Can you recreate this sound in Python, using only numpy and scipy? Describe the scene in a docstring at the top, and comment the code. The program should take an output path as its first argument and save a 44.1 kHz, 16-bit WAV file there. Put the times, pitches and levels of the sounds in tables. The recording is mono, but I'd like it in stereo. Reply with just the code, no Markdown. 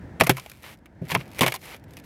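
"""Outdoors, at a frozen puddle: a boot presses on the thin ice, heard by a hand-held microphone above.
Bursts of cracks are noise with sudden rise and exponential fall, partly resonant; damped sines ring as the
hollow sheet. Creak and crunch are noise puffed by uneven stick-slip, and frost grains pop as short noise bursts.
Under them lies a low outdoor rumble with faint hiss, made of filtered noise."""
import sys
import numpy as np
from scipy import signal
from scipy.fft import rfft, irfft
from scipy.io import wavfile
from scipy.ndimage import uniform_filter1d

SR = 44100
rng = np.random.default_rng(int(sys.argv[2]) if len(sys.argv) > 2 else 0)


def to_wav(sig):
    """Store sig (one row per channel, or 1-D mono) as 16-bit WAV at the path in sys.argv[1].

    Samples outside -1..1 are clipped; the rate is SR.
    """
    pcm = np.clip(np.atleast_2d(sig), -1, 1) * 32767
    pcm = np.round(pcm).astype(np.int16)
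    wavfile.write(sys.argv[1], SR, pcm.T)  # frames by channels


N = 90404  # length in samples

# Cracks of the ice. Each row: start in seconds, nominal snap level in dB, then body, hollow ring and treble
# levels in dB re snap, snap t60 in seconds, then snap, body and ring pitches in Hz.
CRACKS = [(0.1983, -30.5, -8, 10, -1, 0.036, 2520, 1287, 227),
          (0.2018, -21, -3, -5.5, 2.5, 0.035, 1890, 1260, 220),
          (0.2092, -4.5, -2.5, -34, -7.5, 0.036, 2056, 703, 174),
          (0.2172, -22.5, 14, 5.5, -6, 0.049, 2270, 685, 162),
          (0.2353, -33, 4.5, -14, 7.5, 0.087, 2080, 1130, 160),
          (0.265, -30.5, 3.5, -16, -11, 0.056, 2550, 1280, 334),
          (0.2687, -23.5, 1.5, -17, 3, 0.057, 2250, 660, 347),
          (0.2943, -10, 2, -4, 0, 0.047, 1590, 385, 149.3),
          (0.296, -13, 1, -6.5, -13, 0.036, 2230, 393, 360),
          (0.3037, -23.5, 0.5, -0.5, 0.5, 0.057, 2120, 540, 124.4),
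          (0.3685, -36.5, -2, -12, 2, 0.11, 2320, 1260, 125),
          (0.380, -36, 5, -23, -1, 0.051, 2250, 1004, 130),
          (0.3968, -39, -17, -7.5, 8, 0.031, 2360, 595, 118),
          (0.461, -39, 3.5, -34, -0.5, 0.031, 2400, 837, 220),
          (0.4972, -49, -15, -8, 14, 0.036, 2680, 536, 128),
          (0.516, -40, -11, -11.5, 4, 0.026, 2320, 1017, 119.7),
          (0.6395, -39, -18.5, -12, -20, 0.011, 2015, 1030, 130),
          (0.8573, -48.5, -4.5, -9.5, -1, 0.043, 2305, 1190, 118),
          (1.093, -40, -20, -25, 3, 0.038, 2260, 930, 310),
          (1.1001, -32, -7.5, -22, -1.5, 0.064, 2300, 920, 130),
          (1.1172, -23.5, -28, -9, -3, 0.049, 1630, 1250, 169),
          (1.1437, -38.5, 17, 5, 8, 0.029, 2280, 790, 148),
          (1.1492, -12, -5.5, -25, -7.5, 0.037, 2170, 990, 128),
          (1.158, -26.5, 11.5, 7.5, -28, 0.036, 2000, 977, 129),
          (1.1926, -43.5, -4, -2, -12, 0.096, 2380, 650, 131),
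          (1.2102, -35.5, -15, -15, -14, 0.029, 2220, 1130, 192),
          (1.385, -37, -7, -6, 4, 0.07, 3130, 530, 243), (1.391, -24, -7, -37, 1.5, 0.043, 2450, 524, 179),
          (1.4086, -11.5, -10, -0.5, -3, 0.054, 2980, 513, 241),
          (1.4177, -22, 4.5, -1, 2, 0.14, 2740, 1036, 250),
          (1.432, -18.5, -2, -5, -6, 0.087, 2060, 546, 247),
          (1.4629, -16.5, -2.5, -17, -2.5, 0.037, 2850, 1030, 120),
          (1.4697, -27.5, 2.5, -4.5, 1.5, 0.087, 2300, 617, 134),
          (1.479, -18.5, -9, -27, -2, 0.049, 1980, 1027, 130),
          (1.496, -41.5, -2, 7, 1.5, 0.19, 3120, 634, 130),
          (1.5208, -23.5, -16, -37, -2, 0.042, 2300, 980, 352),
          (1.54, -34, 6, -7, 8.5, 0.058, 2010, 1025, 360),
          (1.5502, -37.5, 1, -6.5, 7.5, 0.07, 2230, 770, 390),
          (1.56, -35.5, -4, -33, 5, 0.036, 2840, 1095, 220),
          (1.627, -48, 3, 1.5, -14, 0.058, 2100, 627, 368),
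          (1.7446, -43, 7, -27, -1, 0.023, 2360, 500, 218),
          (1.9687, -41.5, -6, -25, 2, 0.067, 2530, 804, 119)]
# Snap colour. Each row: frequency in Hz, relative level in dB per Hz.
SNAP_SPECTRUM = [(240, -18.5), (400, -6), (1040, -6.5), (1650, -10.5), (2290, -1.5), (2750, -5.5),
                 (3350, -7.5), (3900, -16), (6000, -19), (7800, -54.5), (13200, -120)]
# Treble colour of cracks, creaks and pops. Each row: frequency in Hz, relative level in dB per Hz.
TREBLE_SPECTRUM = [(2060, -20.5), (3500, -7.5), (3750, -7), (8420, -10.5), (12100, -6.5), (14600, -11.5),
                   (16000, -20)]
# Hollow modes of the ice sheet. Each row: frequency in Hz, level in dB, t60 in seconds.
SHEET_MODES = [(131.8, -2, 0.2), (164.2, 4, 0.11), (243.3, 0, 0.092), (346.4, -8, 0.2), (383, 1, 0.1),
               (515, -4, 0.1), (635, -2.5, 0.056)]
# Dull knocks of the boot on the sheet. 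Each row: start in seconds, level in dB, ring pitch in Hz.
KNOCKS = [(1.0147, -23.5, 165), (1.016, -27, 394), (1.13, -25.5, 172)]
# Creak and crunch under the sole, one list for each stretch. Each row: time in seconds, level in dB,
# treble in dB re level, slip depth from 0 to 1.
CREAKS = [
    [(0.31, -26.5, -1, 0), (0.326, -47.5, -5, 0.5), (0.618, -60, -2, 0.8), (0.635, -47, 2, 0.6)],
    [(0.635, -68, -16, 0.7), (0.64, -41, -8.5, 0.3), (0.74, -49, -3, 0.3), (0.765, -74, -4, 0.4)],
    [(1.02, -59.5, -12, 0.34), (1.082, -50.5, -6.5, 0.98), (1.116, -27, -8, 0), (1.149, -40.5, -7, 0.7)],
    [(1.17, -46, -10, 1), (1.215, -43.5, -8, 0.5), (1.235, -57, -5, 0.8), (1.33, -54.5, -15, 1),
     (1.36, -48.5, -1.5, 0.7), (1.385, -42, -9, 0.1)],
    [(1.57, -55, -11, 0.38), (1.604, -73, 15, 0.6), (1.64, -45, -3, 0.2), (1.748, -40, -8.5, 0.5),
     (1.768, -53, -8, 0.5), (1.79, -67, -5, 0.7)],
    [(1.88, -62, -7, 0.3), (1.966, -62.5, -2, 0.5), (2.028, -65.5, -13, 1), (2.05, -51, 3, 0.9)],
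]
# Colour of the crunch. Each row: frequency in Hz, relative level in dB per Hz.
GRIT_SPECTRUM = [(180, -25.5), (300, -15.5), (483, -3), (686, -7), (797, -4.5), (1630, -8), (2230, -0.5),
                 (6000, -20.5), (7800, -58), (13200, -120)]
# Frost grains that pop one at a time. Each row: start in seconds, level in dB.
POPS = [(0.4396, -49), (0.7731, -59.5), (0.7876, -60.5), (0.9512, -70.5), (1.0183, -61), (1.053, -50.5),
        (1.085, -39), (1.1082, -28), (1.173, -42), (1.204, -47), (1.256, -51), (1.279, -51), (1.2902, -55),
        (1.304, -53), (1.315, -45.5), (1.3244, -52), (1.3328, -46.5), (1.3468, -43.5), (1.5926, -53),
        (1.6155, -43.5), (1.655, -38.5), (1.7635, -43.5), (1.7962, -57.5), (1.8394, -49), (1.908, -49.5),
        (1.9351, -46), (1.9883, -47), (1.9984, -45), (2.039, -51)]
# Outdoor background colour. Each row: frequency in Hz, relative level in dB per Hz.
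AIR_SPECTRUM = [(15, -42.5), (25, -18.5), (70, -4), (170, -10), (317, -15.5), (373, -23.5), (962, -31.5),
                (1100, -41), (1700, -32), (2760, -47.5), (16000, -67)]
# Background level in time. Each row: time in seconds, level in dB.
AIR_LEVEL = [(0.0, -39), (0.22, -45), (0.37, -50.5), (0.95, -53.5), (1.15, -44.5), (1.6, -53), (1.8, -49),
             (2.05, -47)]
# Gain of the hiss above the rumble. Each row: time in seconds, gain in dB.
AIR_TILT = [(0, 4), (.2, 8.5), (.5, 3), (1, 9.5), (2.05, 7.5)]
# Left-right likeness of the ice sounds. Each row: frequency in Hz, likeness (clipped to 0-1 in use).
ICE_LIKENESS = [(60, 0.48), (180, 0.66), (550, 0.65), (1650, 0.21), (4970, -0.21), (15000, -0.04)]
# Left-right likeness of the background. Each row: frequency in Hz, likeness.
AIR_LIKENESS = [(60, 1), (400, 0.59), (1000, 0.17), (3000, 0.084)]
# Stereo balance of the ice sounds. Each row: frequency in Hz, left minus right in dB.
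ICE_LEAN = [(60, -2.5), (180, -8.5), (550, 1), (1650, -6), (4970, -1), (15000, -1.5)]

SNAP_RISE_S, BODY_RISE_S, SPIT_RISE_S = 0.0012, 0.0012, 0.00024
BODY_LIFE, TREBLE_LIFE = 0.82, 0.66  # t60 as a share of the snap t60
HEAD_DB, HEAD_T60_S = -4.5, 0.0087  # first fracture, re snap, added to the splintering that follows
CLICK_DB = 14.5  # the instant of breaking, re snap
SPLINTER_DB = 1  # rms unevenness of the fractures
SNAP_WIDTH_HZ, BODY_WIDTH_HZ = 300, 120  # resonance bandwidths
PITCHED_GAIN, BROAD_GAIN = 0.57, 0.83  # resonant and broadband parts of the snap
RING_RISE_S, RING_DB_PER_OCTAVE = 0.0023, 8.5
SLIPS_PER_S, SLIP_T60_S = 160, 0.021  # nominal, both vary as the slip rate wanders
SLIP_SPREAD_DB, SLIP_WANDER_DB = 1.5, 2.0  # rms spread of slip sizes and of slip rate
POP_T60_S, POP_GRIT_DB = 0.024, -2
LAG_S = 0.00005  # the right port hears the ice first
MIC_LOW_HZ, EDGE_HZ = 53.6, 16100


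def cracks():
    """Brittle fracture: a bright snap, a slower body under it, a quick treble spit and the ring of the sheet."""
    s, db, body_db, ring_db, treble_db, t60, snap_hz, body_hz, ring_hz = np.transpose(CRACKS)
    tail = bursts(db, t60, SNAP_RISE_S)
    head = bursts(db + HEAD_DB, np.full(len(s), HEAD_T60_S), SNAP_RISE_S)
    snaps = splinters(tail + head)
    # A one-sample click at the end of the rise marks the break.
    snaps[:, :, round(SNAP_RISE_S * SR)] += amp(db + CLICK_DB)[:, None]
    resonant = placed(s, pitched(snaps, snap_hz, SNAP_WIDTH_HZ))
    broad = coloured(placed(s, snaps), SNAP_SPECTRUM)
    snap = PITCHED_GAIN * resonant + BROAD_GAIN * broad

    bodies = splinters(bursts(db + body_db, t60 * BODY_LIFE, BODY_RISE_S))
    body = placed(s, pitched(bodies, body_hz, BODY_WIDTH_HZ))
    spits = splinters(bursts(db + treble_db, t60 * TREBLE_LIFE, SPIT_RISE_S))
    spit = coloured(placed(s, spits), TREBLE_SPECTRUM)

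    wide = ports(snap + spit, ICE_LIKENESS, ICE_LEAN, LAG_S)
    ring = sheet(s, db + ring_db, ring_hz) + sheet(*np.transpose(KNOCKS))
    return wide + body[0] + ring  # body and ring are alike in both ports


def sheet(times, dbs, pitch_hz):
    """Modal excitation: each push swells into the hollow modes, most of all those near its own pitch."""
    t = np.arange(SR // 3) / SR
    hz, gain_db, t60 = np.transpose(SHEET_MODES)[:, :, None]
    swell = (1 - np.exp(-t / RING_RISE_S)) ** 2
    modes = swell * amp(gain_db - 60 * t / t60) * np.sin(2 * np.pi * hz * t)
    octaves_away = abs(np.log2(hz.T / pitch_hz[:, None]))
    shares = amp(dbs[:, None] - RING_DB_PER_OCTAVE * octaves_away)
    return placed(times, shares @ modes)


def creaks():
    """Stick-slip friction of sole and shards: short uneven puffs of grit over a bed of rustle."""
    t = np.arange(N) / SR
    level, treble, depth = np.zeros((3, N))
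    for s, db, treble_db, slip in map(np.transpose, CREAKS):
        inside = (t >= s[0]) & (t < s[-1])
        level += inside * amp(np.interp(t, s, db))
        treble += inside * amp(np.interp(t, s, db + treble_db))
        depth += inside * np.clip(np.interp(t, s, slip), 0, 1)

    wander = evened(uniform_filter1d(rng.standard_normal(N), size=400))
    turns = np.cumsum(SLIPS_PER_S * amp(SLIP_WANDER_DB * wander)) / SR  # slips so far
    sizes = amp(SLIP_SPREAD_DB * rng.standard_normal(4000))[turns.astype(int) % 4000]
    puffs = evened(sizes * amp(-60 * (turns % 1) / (SLIPS_PER_S * SLIP_T60_S)))
    slips = np.sqrt(1 - depth + depth * puffs ** 2)  # depth mixes steady and puffed power

    grit = coloured(rng.standard_normal((2, N)) * slips * level, GRIT_SPECTRUM)
    fizz = coloured(rng.standard_normal((2, N)) * slips * treble, TREBLE_SPECTRUM)
    return ports(grit + fizz, ICE_LIKENESS, ICE_LEAN, LAG_S)


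def pops():
    """Impulsive release of frost grains: short bright ticks with a little grit under them."""
    s, db = np.transpose(POPS)
    ticks = placed(s, splinters(bursts(db, np.full(len(s), POP_T60_S), SPIT_RISE_S)))
    bright = coloured(ticks, TREBLE_SPECTRUM)
    gritty = amp(POP_GRIT_DB) * coloured(ticks, GRIT_SPECTRUM)
    return ports(bright + gritty, ICE_LIKENESS, ICE_LEAN, LAG_S)


def air():
    """Filtered random noise: a lumpy low rumble with a faint hiss above it."""
    t = np.arange(N) / SR
    noise = coloured(rng.standard_normal((2, N)), AIR_SPECTRUM)
    noise = evened(ports(noise, AIR_LIKENESS, [(1, 0.005)], 0))
    rumble = signal.sosfilt(signal.butter(2, 600, fs=SR, output="sos"), noise)
    hiss = noise - rumble
    lumps_db = 0.34 * evened(uniform_filter1d(rng.standard_normal(N), size=1500))
    level = amp(np.interp(t, *np.transpose(AIR_LEVEL)))
    tilt = amp(np.interp(t, *np.transpose(AIR_TILT)))
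    return level * (rumble * amp(lumps_db) + hiss * tilt)


def bursts(dbs, t60s, rise_s):
    """Exponential decay after a sudden linear rise: one envelope row for each event."""
    t = np.arange(SR // 8) / SR
    fall_db = 60 * t / np.maximum(t60s[:, None], 0.004)
    return np.minimum(t / rise_s, 1) * amp(dbs[:, None] - fall_db)


def splinters(shapes):
    """Fracture as many small breaks: noise lumpy on a millisecond scale, each burst keeping its energy."""
    z = rng.standard_normal((len(shapes), 3, shapes.shape[1]))
    lumps_db = SPLINTER_DB * evened(uniform_filter1d(z[:, 2:], size=30))
    x = shapes[:, None] * z[:, :2] * amp(lumps_db)
    wanted = np.linalg.norm(shapes, axis=1)[:, None, None]
    return x * wanted / np.linalg.norm(x, axis=2, keepdims=True)


def pitched(sounds, pitch_hz, width_hz):
    """Damped resonance: each burst rings the shard that it frees and keeps its energy."""
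    t = np.arange(1500) / SR
    taps = np.exp(-np.pi * width_hz * t) * np.sin(2 * np.pi * pitch_hz[:, None] * t)
    rung = signal.fftconvolve(sounds, taps[:, None], axes=2)
    wanted = np.linalg.norm(sounds, axis=2, keepdims=True)
    return rung * wanted / np.linalg.norm(rung, axis=2, keepdims=True)


def placed(times, sounds):
    """Superposition: short sounds, one row for each event, add up on the time line."""
    out = np.zeros((2, N + SR))
    for s, sound in zip(times, sounds):
        out[:, round(s * SR):][:, :sound.shape[-1]] += sound
    return out[:, :N]


def coloured(x, spectrum):
    """Minimum-phase filtering: a causal filter of unit energy with the given spectrum, steep outside it."""
    hz = np.abs(np.fft.fftfreq(4096, 1 / SR))
    points = [(1, -90)] + list(spectrum) + [(SR, -90)]
    log_gain = np.log(amp(np.maximum(read(points, hz), -90)))
    # The Hilbert transform of the log gain gives the minimum phase.
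    phase = -signal.hilbert(log_gain).imag
    taps = np.fft.ifft(np.exp(log_gain + 1j * phase)).real[:2048]
    return signal.oaconvolve(x, taps[None] / np.linalg.norm(taps), axes=1)[:, :N]


def ports(pair, same, lean, lag_s):
    """Interaural coherence: two unrelated signals become left and right, alike by frequency."""
    a, b = rfft(pair)
    hz = np.fft.rfftfreq(N, 1 / SR)
    likeness = np.clip(read(same, hz), 0, 1)
    half_lean = amp(read(lean, hz) / 2)
    left = a * half_lean * np.exp(-2j * np.pi * hz * lag_s)
    right = (likeness * a + np.sqrt(1 - likeness ** 2) * b) / half_lean
    return irfft([left, right], N)


def read(points, hz):
    """Logarithmic pitch scale: a table is interpolated along log frequency."""
    f, value = np.transpose(points)
    return np.interp(np.log(hz + 1), np.log(f + 1), value)


def amp(db):
    """Decibel law: 20 dB is a tenfold amplitude."""
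    return 10 ** (np.asarray(db) / 20)


def evened(x):
    """Power normalisation: the whole array is scaled to an rms of one."""
    return x / np.sqrt(np.mean(x ** 2) + 1e-20)


def scene():
    """Superposition of the ice sounds and the outdoor background."""
    return cracks() + creaks() + pops() + air()


def record(dry):
    """Microphone response: soft overload, a deep-bass roll-off, then an upper band limit."""
    soft = 0.97 * np.tanh(dry / 0.97)
    thin = signal.sosfilt(signal.butter(2, MIC_LOW_HZ, "high", fs=SR, output="sos"), soft)
    band = signal.firwin(511, EDGE_HZ, window=("kaiser", 9), fs=SR)
    return signal.oaconvolve(thin, band[None], "same")


dry = scene()
out = record(dry)
to_wav(out)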